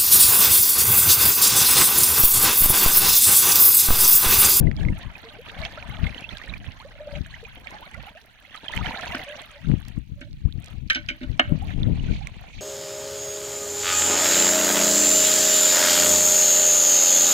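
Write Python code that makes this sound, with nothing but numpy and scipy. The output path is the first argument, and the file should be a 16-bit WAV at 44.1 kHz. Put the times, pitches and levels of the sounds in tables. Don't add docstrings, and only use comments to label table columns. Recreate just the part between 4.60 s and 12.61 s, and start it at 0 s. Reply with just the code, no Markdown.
import sys
import numpy as np
from scipy import signal
from scipy.fft import rfft, irfft, next_fast_len
from scipy.io import wavfile
from scipy.ndimage import uniform_filter1d, map_coordinates

SR = 44100
rng = np.random.default_rng(int(sys.argv[2]) if len(sys.argv) > 2 else 0)


def dump(signal):
    limited = np.clip(np.atleast_2d(signal).T, -1, 1)
    pcm = np.round(limited * 32767).astype(np.int16)
    wavfile.write(sys.argv[1], SR, pcm)


def attenuation_scalar(level_db):
    decades = np.asarray(level_db, float) / 20
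    return 10 ** decades


N = 353196

# frequency in Hz, relative level in dB.
SLOSH_SPECTRUM = [(150, -11), (250, -9.5), (354, -16), (510, -13.5), (629, -7.5), (1140, -10.5),
                  (1700, -1.5), (3170, 0), (4400, -7), (4900, -18), (6600, -16), (7300, -32),
                  (11300, -26.5), (16000, -45)]
# frequency in Hz, left minus right in dB (sources scale it).
PORT_COLOUR = [(60, 7), (240, 1.5), (950, -2.5), (3770, -5.5), (15000, -15)]


def unit(x):
    return x / np.sqrt(np.mean(x ** 2) + 1e-20)


def along(points, hz):
    f, v = np.transpose(points)
    return np.interp(np.log(hz + 1), np.log(f + 1), v)


def curves(rows):
    s, *cols = np.transpose(rows)
    return [np.interp(np.arange(N) / SR, s, c) for c in cols]


def wobble(rate_hz):
    knots = rng.standard_normal(int(N * rate_hz / SR) + 4)
    return map_coordinates(knots, [np.arange(N) * rate_hz / SR])


def filtered(x, response):
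    m = next_fast_len(N + 8192)
    return irfft(rfft(x, m) * response(np.fft.rfftfreq(m, 1 / SR)), m)[..., :N]


def band(x, lo_hz, hi_hz):
    return x / np.std(filtered(x, lambda hz: (hz > lo_hz) & (hz < hi_hz)))


def swells(rows, rise_db_per_s, fall_db_per_s):
    t, out = np.arange(N) / SR, np.full(N, -200.)
    for s, db, held_s in rows:
        before_s, after_s = np.maximum(s - t, 0), np.maximum(t - s - held_s, 0)
        out = np.maximum(out, db - rise_db_per_s * before_s - fall_db_per_s * after_s)
    return out


def lead_at(s):
    # time in seconds, left lead in microseconds.
    bearing = [(0, 72), (.6, -100), (1.4, -13.5), (2.1, -100), (2.6, -4.5), (3.1, 265), (3.7, 31),
               (4.8, 63), (5.5, -200), (6.2, 249), (7.8, 443)]
    return np.interp(s, *np.transpose(bearing)) / 10 ** 6


def blips(s, db, hz, life_s, climb_oct, pan_db, lead_s):
    t = np.arange(int(np.max(life_s) * 2.5 * SR) + 8) / SR
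    u = t / life_s[:, None]
    phase = 2 * np.pi * hz[:, None] * t * (1 + np.log(2) * climb_oct[:, None] * u / 2)
    envelope = np.e * 2.6 * u * np.exp(-2.6 * u)
    wave = attenuation_scalar(db)[:, None] * envelope * np.sin(phase)
    out = []
    for side in (1, -1):
        at = np.round((s - side * lead_s / 2) * SR).astype(int)[:, None] + np.arange(len(t))
        gain = attenuation_scalar(side * pan_db / 2)[:, None]
        out.append(np.bincount(np.clip(at, 0, N).ravel(), (gain * wave).ravel(), N + 1)[:N])
    return np.array(out)


def bursts(s, db, t60_s, hz, width=0.55):
    starts = np.bincount(np.clip(np.round(s * SR).astype(int), 0, N - 1), attenuation_scalar(db), N)
    decay = attenuation_scalar(-60 * np.arange(SR // 40) / SR / t60_s)
    shape = signal.fftconvolve(starts, decay)[:N]
    shared, left, right = rng.standard_normal((3, N))
    noise = np.array([0.4 * shared + left, 0.53 * shared + right])
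    hiss = filtered(noise, lambda f: np.exp(-(np.log((f + 1) / hz) / width) ** 2))
    return shape * unit(hiss) * attenuation_scalar([[-2.5], [2.5]])


def spray(hz):
    when, size = rng.random((600, 2)).T
    db = 6 * np.minimum(-np.log(1 - size), 4.5)
    return unit(bursts(when * N / SR, db, t60_s=.007, hz=hz, width=.28))


def swarm(count, mid_hz, spread, cycles, size_db, scatter_s, climb_oct=0.057):
    u, g = rng.random((count, 2)), rng.standard_normal((count, 5))
    s = u[:, 0] * N / SR
    hz = np.clip(mid_hz * np.exp(spread * g[:, 0]), 400, 15000)
    db = size_db * np.minimum(-np.log(1 - u[:, 1]), 3.2)
    life_s = np.minimum(cycles * np.exp(0.19 * g[:, 1]) / hz, .02)
    pan_db = along(PORT_COLOUR, hz) + 4 * g[:, 3]
    lead_s = lead_at(s) + scatter_s * g[:, 4]
    crowd = blips(s, db, hz, life_s, climb_oct * np.abs(g[:, 2]), pan_db, lead_s)
    return filtered(crowd, lambda f: attenuation_scalar(along(SLOSH_SPECTRUM, f)))


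def patchy(spectrum, patchy_db, alike):
    z = signal.stft(rng.standard_normal((2, N)), nperseg=256)[2]
    patches = uniform_filter1d(uniform_filter1d(rng.standard_normal(z.shape[1:]), 9, 0), 4, 1)
    pair = signal.istft(z * attenuation_scalar(patchy_db * unit(patches)), nperseg=256)[1][:, :N]

    def mid_side(hz):
        angle = np.arccos(np.clip(alike, 0, 1) / (1 + (hz / 1500) ** 2)) / 2
        return attenuation_scalar(along(spectrum, hz)) * [np.cos(angle), np.sin(angle)]

    mid, side = filtered(pair, mid_side)
    stereo = np.array([mid + side, mid - side])
    return filtered(stereo, lambda hz: attenuation_scalar(np.outer([.5, -.5], along(PORT_COLOUR, hz))))


def water():
    # time in seconds, slosh level in dB.
    wade = [(0, -54.5), (.28, -47), (.61, -50.5), (1.01, -43), (1.59, -42.5), (2.37, -53), (2.6, -49.5),
            (3.11, -46.5), (3.81, -55), (3.98, -45.5), (4.1, -42.5), (4.27, -34), (4.6, -38), (4.82, -45.5),
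            (5.32, -52), (5.45, -65), (6.25, -69.5), (6.55, -53), (7, -53), (7.83, -55.5), (8, -59.5)]
    # time in seconds, slosh level in dB, held seconds.
    splashes = [(1.045, -35.5, 0.011), (2.56, -40.5, 0.0066), (5.63, -52.5, 0.0038), (6.06, -49, 0.058),
                (6.86, -45, 0.0085), (7.08, -44, 0.03)]
    # time in seconds, low glugs over the slosh in dB.
    glug_levels = [(0, -7.5), (2.4, -7.5), (2.66, -17.5), (3.1, -7), (3.95, -14), (4.3, -7), (5.3, -13.5),
                   (5.6, -33), (6.1, -7.5), (6.7, -17), (7.3, -0.5), (8, 0)]
    slosh_db = np.maximum(curves(wade)[0], swells(splashes, rise_db_per_s=170, fall_db_per_s=260))
    spray_db = -65.5 + 0.44 * (slosh_db + 52.5)
    glug_db = slosh_db + curves(glug_levels)[0]
    clumps_db = 2.2 * wobble(24)

    wash = patchy(SLOSH_SPECTRUM, patchy_db=5, alike=0.67)
    deep = filtered(wash, lambda hz: 1 / (1 + (hz / 1000) ** 4))
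    foam = swarm(count=4200, mid_hz=2100, spread=.55, cycles=10.6, size_db=5.5, scatter_s=0.000091)
    ticks = swarm(count=2500, mid_hz=3300, spread=0.49, cycles=2.3, size_db=7, scatter_s=1e-4)
    chirps = swarm(count=350, mid_hz=1400, spread=.4, cycles=20, size_db=4, scatter_s=1e-4, climb_oct=.45)
    glugs = swarm(count=300, mid_hz=809.0, spread=0.304, cycles=13.7, size_db=-2.5, scatter_s=1e-4)
    mist = spray(hz=4120) + attenuation_scalar(-7.5) * (spray(hz=7600) + spray(hz=11900))

    layers = ((-5.5, wash - deep), (-3.5, foam), (-8, ticks), (-14, chirps))
    body = sum(attenuation_scalar(db) * band(x, 900, 5000) for db, x in layers)
    low = attenuation_scalar(-3.5) * band(deep, 660, 950) + attenuation_scalar(-3.5) * band(glugs, 660, 950)
    fine = attenuation_scalar(spray_db - 5.5) * band(mist, 5450, 12300)
    return attenuation_scalar(clumps_db) * (attenuation_scalar(slosh_db) * body + attenuation_scalar(glug_db) * low + fine)


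def wind():
    # seconds at full strength, level in dB, held seconds, port.
    gusts = [(0, -16, 0.085, "L"), (0, -26, 0.0033, "R"), (.17, -27, 0.0076, "R"),
             (0.221, -19.5, 0.082, "L"), (.28, -24.5, 0.027, "R"), (0.464, -29.5, 0.0053, "L"),
             (1.008, -30, 0.022, "L"), (1.297, -28.5, 0.0029, "L"), (1.417, -24.5, 0.048, "L"),
             (1.728, -34, 0.0029, "R"), (1.913, -28.5, 0.0089, "R"), (1.99, -37.5, 0.025, "L"),
             (2.07, -32, 0.012, "R"), (2.56, -27, 0.049, "L"), (3.381, -33, 0.0066, "R"),
             (4.177, -25.5, 0.053, "L"), (4.49, -37, 0.013, "L"), (5.098, -18, 0.032, "L"),
             (5.24, -34.5, 0.064, "L"), (5.377, -26, 0.0016, "L"), (5.515, -30.5, 0.0057, "L"),
             (5.54, -40.5, .27, "R"), (5.719, -32, 0.0044, "L"), (5.863, -24, 0.0031, "L"),
             (5.96, -27, 0.017, "L"), (6.14, -31, 0.13, "L"), (6.39, -37.5, 0.13, "L"),
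             (6.63, -39, 0.012, "R"), (6.693, -23.5, 0.022, "L"), (6.85, -34.5, 0.05, "R"),
             (6.922, -18, 0.0028, "L"), (6.969, -28, 0.22, "L"), (7.05, -32, 0.0034, "R"),
             (7.181, -20.5, 0.04, "L"), (7.22, -25.5, 0.0041, "R"), (7.269, -17.5, 0.04, "L"),
             (7.3, -31.5, .35, "R"), (7.35, -25, 0.15, "L"), (7.507, -18.5, 0.003, "L"),
             (7.65, -39.5, 0.18, "L"), (7.971, -34, 0.023, "L")]
    # time in seconds, left level in dB, right level in dB.
    breeze = [(0, -64, -47), (1.4, -37.5, -64), (1.9, -55.5, -45), (2.7, -42, -50.5), (3.7, -60.5, -58.5),
              (5, -51.5, -57), (8, -65, -47.5)]
    # centre in seconds, level in dB, centre to peak in ms.
    thumps = [(1.436, -9.5, 2.03), (5.101, -16, 1.5), (5.139, -7.5, 1.12), (5.379, -12.5, 1.3),
              (5.857, -6, 2.38), (6.923, -5.5, 1.4)]
    # frequency in Hz, relative level in dB.
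    buffet = [(8, -32.5), (20, 5), (60, 5), (160, -6), (300, -17.5), (450, -43.5), (900, -52.5),
              (1500, -120)]
    # frequency in Hz, relative level in dB.
    rasp_spectrum = [(150, -16), (300, 9), (500, -1.5), (1000, -19), (2000, -87)]
    gust_db = [swells([row[:3] for row in gusts if row[3] == port], rise_db_per_s=288, fall_db_per_s=222)
               for port in "LR"]
    level_db = np.maximum(curves(breeze), gust_db)

    strikes = rng.standard_normal((2, N)) * (.05 + (rng.random((2, N)) < 220 / SR))
    eddies = unit(filtered(strikes, lambda hz: attenuation_scalar(along(buffet, hz))))
    running_rms = np.sqrt(np.abs(uniform_filter1d(eddies ** 2, SR // 14)) + 0.0069)
    edge = filtered(eddies, lambda hz: 1j * hz * 160 / (170 ** 2 - hz ** 2 + 1j * hz * 160))
    edge_db = 11.5 + 0.44 * level_db
    push = attenuation_scalar(level_db) * (eddies + attenuation_scalar(edge_db) * edge) / running_rms

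    t = np.arange(N) / SR
    for s, db, half_ms in thumps:
        u = (t - s) * 1000 / half_ms
        push[0] -= attenuation_scalar(db) * u * np.exp((1 - u ** 2) / 2)

    distortion = filtered(push * np.abs(push), lambda hz: hz ** 2 / (hz ** 2 + 250 ** 2))
    rasp = unit(filtered(rng.standard_normal((2, N)), lambda hz: attenuation_scalar(along(rasp_spectrum, hz))))
    return push + 1.32 * distortion + attenuation_scalar(1.797 * level_db) * rasp


def leaves():
    # time in seconds, level in dB.
    rustle = [(0, -85.5), (6.85, -58.5), (7.3, -54.5), (7.55, -44), (7.74, -57.5), (7.95, -47.5)]
    # frequency in Hz, relative level in dB.
    leaf_spectrum = [(100, -41), (430, -31), (600, -17), (1500, -24), (2300, -0.5), (4400, -12),
                     (4900, -23.5), (6600, -20.5), (7300, -31.5), (16000, -60)]
    return attenuation_scalar(curves(rustle)[0]) * band(patchy(leaf_spectrum, patchy_db=4, alike=.7), 900, 5000)


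def bubbles():
    # start in seconds, relative level in dB, start pitch in Hz, life in ms.
    single_bubbles = [(.07, -33, 2000, 6.3), (.114, -27.5, 1980, 1.3), (.232, -38, 1700, 4.2),
                      (.251, -29, 2170, 1.5), (0.285, -28.5, 2100, 4.8), (0.553, -35.5, 2480, 5.2),
                      (0.786, -36, 427, 20), (1.035, -30, 2240, 5.2), (1.017, -32, 3980, 0.84),
                      (1.052, -17, 2670, 0.41), (1.057, -37, 1750, 5.6), (1.226, -31, 2380, 1.9),
                      (1.494, -33, 2400, 2.5), (1.171, -38, 1236, 22), (1.467, -27.5, 2104, 5.8),
                      (1.546, -30, 2880, 1.8), (1.58, -32.5, 3100, 3), (1.641, -31.5, 2580, 8.2),
                      (1.691, -32, 3460, 2.9), (1.771, -29, 3650, 0.67), (1.815, -33.5, 1840, 4.3),
                      (1.896, -36.5, 3830, 4.7), (1.938, -27.5, 2390, 3.8), (2.661, -36, 1670, 2.4),
                      (2.247, -36.5, 503, 21), (2.741, -37.5, 1990, 5.1), (2.852, -37.5, 2410, 6),
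                      (3.071, -27, 2260, 2.2), (3.146, -36, 795, 14), (3.341, -36, 1960, 8.5),
                      (3.348, -40, 1360, 11), (3.362, -43.5, 476, 37), (3.468, -38.5, 727, 20),
                      (3.55, -41.5, 566, 24), (3.944, -38, 3200, 4), (3.947, -40, 1230, 10),
                      (3.975, -41, 3900, 4), (4.082, -25, 3150, 3.2), (4.097, -32.5, 926, 5.8),
                      (4.136, -26.5, 2040, 3.5), (4.167, -29, 3020, 4), (4.176, -18.5, 2320, 0.92),
                      (4.188, -31, 910, 10), (4.244, -29, 2100, 3.7), (4.259, -28, 3010, 4.9),
                      (4.21, -32.5, 1200, 8.9), (4.267, -23.5, 1730, 2.6), (4.308, -26.5, 934, 5.6),
                      (4.362, -27.5, 766, 3.5), (4.374, -31.5, 3950, 1.4), (4.395, -32, 1330, 6.2),
                      (5.116, -28.5, 2000, 0.47), (5.925, -37, 3700, 1.05), (7.019, -33, 724, 17.7),
                      (7.104, -35.5, 1850, 3), (7.232, -30.5, 3560, 1.8), (7.396, -39.5, 2920, 4),
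                      (7.535, -40, 2250, 7), (7.61, -37, 750, 14), (7.671, -26, 2220, 1.7),
                      (7.84, -45, 740, 12)]
    s, db, hz, life_ms = np.transpose(single_bubbles)
    climb_oct = .0007 * life_ms ** 2
    pan_db = 3.7 * along(PORT_COLOUR, hz)
    rings = blips(s, db - 1.0, hz, life_ms / 1000, climb_oct, pan_db, lead_at(s))
    return rings + bursts(s, db - 14, t60_s=.008, hz=3300)


def drops():
    # start in seconds, relative level in dB.
    bursting = [(.232, -37), (.35, -42), (1.053, -33), (1.6077, -31), (1.774, -31), (2.8392, -38),
                (3.1074, -31), (3.345, -34), (4.1198, -30.5), (4.1633, -26), (4.4105, -26), (4.554, -27),
                (4.645, -34), (5.283, -29.5), (5.609, -38.5), (6.044, -31), (6.06, -31.5), (6.332, -27),
                (7.6718, -25)]
    s, db = np.transpose(bursting)
    return bursts(s, db - 11.0, t60_s=0.011, hz=5800, width=0.58)


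def plops():
    # start in seconds, level in dB, pitch in Hz, life in ms.
    deep_plops = [(.645, -41.5, 454, 29), (1.056, -34.5, 682, 10), (1.175, -34, 606, 11),
                  (2.828, -37.5, 460, 14)]
    s, db, hz, life_ms = np.transpose(deep_plops)
    return blips(s, db, hz, life_ms / 1000, np.zeros(len(s)), along(PORT_COLOUR, hz), lead_at(s))


def pockets():
    # start in seconds, level in dB, life in seconds, initial climb in octaves per life.
    closing = [(0.99, -46, .03, 1.1), (1.378, -46, 0.04, 2.3), (2.194, -43, 0.033, 1.07),
               (2.867, -51, 0.03, 1.8), (3.215, -39.5, 0.028, 0.82), (5.872, -58, 0.032, 2)]
    s, db, life_s, climb_oct = np.transpose(closing)
    hz = np.full(len(s), 742)
    return blips(s, db, hz, life_s, climb_oct, 2.1 * along(PORT_COLOUR, hz), lead_at(s))


def drags():
    # start in seconds, hum level in dB, held seconds.
    stems = [(2.356, -40, 0.0038), (2.41, -39, 0.17), (4.68, -39, 0.074), (4.966, -39, 0.0027),
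             (5.58, -53.5, 0.1), (6.9, -44.5, 0.049)]
    db = swells(stems, rise_db_per_s=850, fall_db_per_s=1200)
    hz = 583 + 25 * wobble(150)
    return attenuation_scalar(db + 3 * wobble(40) + 3 * wobble(130)) * np.sin(2 * np.pi * np.cumsum(hz) / SR)


def pot_wall(t):
    # mean frequency in Hz, mean relative level in dB, t60 in seconds.
    modes = [(680, 5.5, 0.013), (1300, 5, 0.016), (1537, 10, 0.022), (1850, 6, 0.018), (2234, 7, 0.024),
             (2500, 0, 0.02), (2850, 1, 0.02), (3120, 6, 0.02), (3680, 0, 0.02), (4200, -2, 0.02),
             (4780, -5, 0.02), (6200, -7, 0.02)]
    wall = np.zeros(len(t))
    for k, (hz, db, t60_s) in enumerate(modes + modes):
        decay = attenuation_scalar(db + rng.normal(0, 2) - 60 * t / t60_s)
        phase = 2 * np.pi * hz * rng.normal(1, .015) * t + rng.normal(0, .8)
        wall += (-1) ** k * decay * np.sin(phase)
    return wall


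def knocks():
    # start in seconds, level in dB, thud relative to it in dB, crackle t60 in seconds,
    # hardness in Hz (top of the contact band).
    pot_knocks = [(4.547, -22.5, -2, 0.011, 6000), (5.612, -35, 2, 0.072, 9000),
                  (6.299, -9.5, -33, 0.095, 8700), (6.347, -18.5, -21, 0.12, 8950),
                  (6.356, -23, 1, 0.087, 4860), (6.486, -18.5, -18.5, 0.095, 9300),
                  (6.508, -37, 9, 0.05, 7100), (6.612, -39.5, 16.5, 0.21, 5100),
                  (6.632, -35, 11, 0.063, 5920), (6.794, -5, -10.5, 0.044, 3250)]
    out, t = np.zeros((2, N + SR)), np.arange(SR // 4) / SR
    clack = attenuation_scalar(14 - 60 * t / .003) * (np.sin(2 * np.pi * 2500 * t) - .35 * np.sin(2 * np.pi * 5600 * t))
    for s, db, thud_db, crackle_s, hard_hz in pot_knocks:
        tail_db = -26.0 - 60 * t / 0.33 + 2.8 * wobble(90)[:len(t)]
        fading = attenuation_scalar(-60 * t / crackle_s) + attenuation_scalar(tail_db)
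        contacts = rng.laplace(size=len(t)) * fading * (1 - np.exp(-t / 0.00047))
        edges_hz = [hard_hz / 5.5, min(hard_hz, 15000)]
        contacts = signal.sosfilt(signal.butter(3, edges_hz, "bandpass", fs=SR, output="sos"), contacts)
        dull = signal.sosfilt(signal.butter(2, 3500, fs=SR, output="sos"), contacts)
        contacts = dull + (contacts - dull) * attenuation_scalar(-60 * t / crackle_s)

        # dB, Hz, t60 s
        low_modes = ((thud_db, 259, 0.088), (thud_db - 8.5, 316, 0.13), (-13.5 + 0.67 * thud_db, 590, 0.16))
        low = sum(attenuation_scalar(g - 60 * t / t60_s) * np.sin(2 * np.pi * hz * t) for g, hz, t60_s in low_modes)
        low = low * (1 - np.exp(-t / 0.0034))
        waver = attenuation_scalar(4 * wobble(45)[:len(t)])

        for side, row in zip((1, -1), out):
            ring = signal.fftconvolve(pot_wall(t) / 2 + clack, contacts)[:len(t)]
            ring /= 2.0 * np.std(ring[:SR // 80])
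            start = round((s - side * lead_at(s) / 2) * SR)
            row[start:][:len(t)] += attenuation_scalar(db) * (attenuation_scalar(-1.5 * side) * ring + low * waver)
    return out[:, :N]


def scene():
    surface = bubbles() + drops() + plops() + pockets()
    pot = drags() + knocks()
    return water() + wind() + leaves() + surface + pot


def band_limit(x):
    return signal.sosfilt(signal.butter(12, 16260, fs=SR, output="sos"), x)


def record(dry):
    hiss = filtered(rng.standard_normal(dry.shape), lambda hz: hz ** 2 / (hz ** 2 + 5000 ** 2))
    mic = dry + attenuation_scalar(-74) * hiss
    rounded = mic / (1 + np.abs(mic / .9) ** 3) ** (1 / 3)
    return band_limit(rounded)


dry = scene()
out = record(dry)
dump(out)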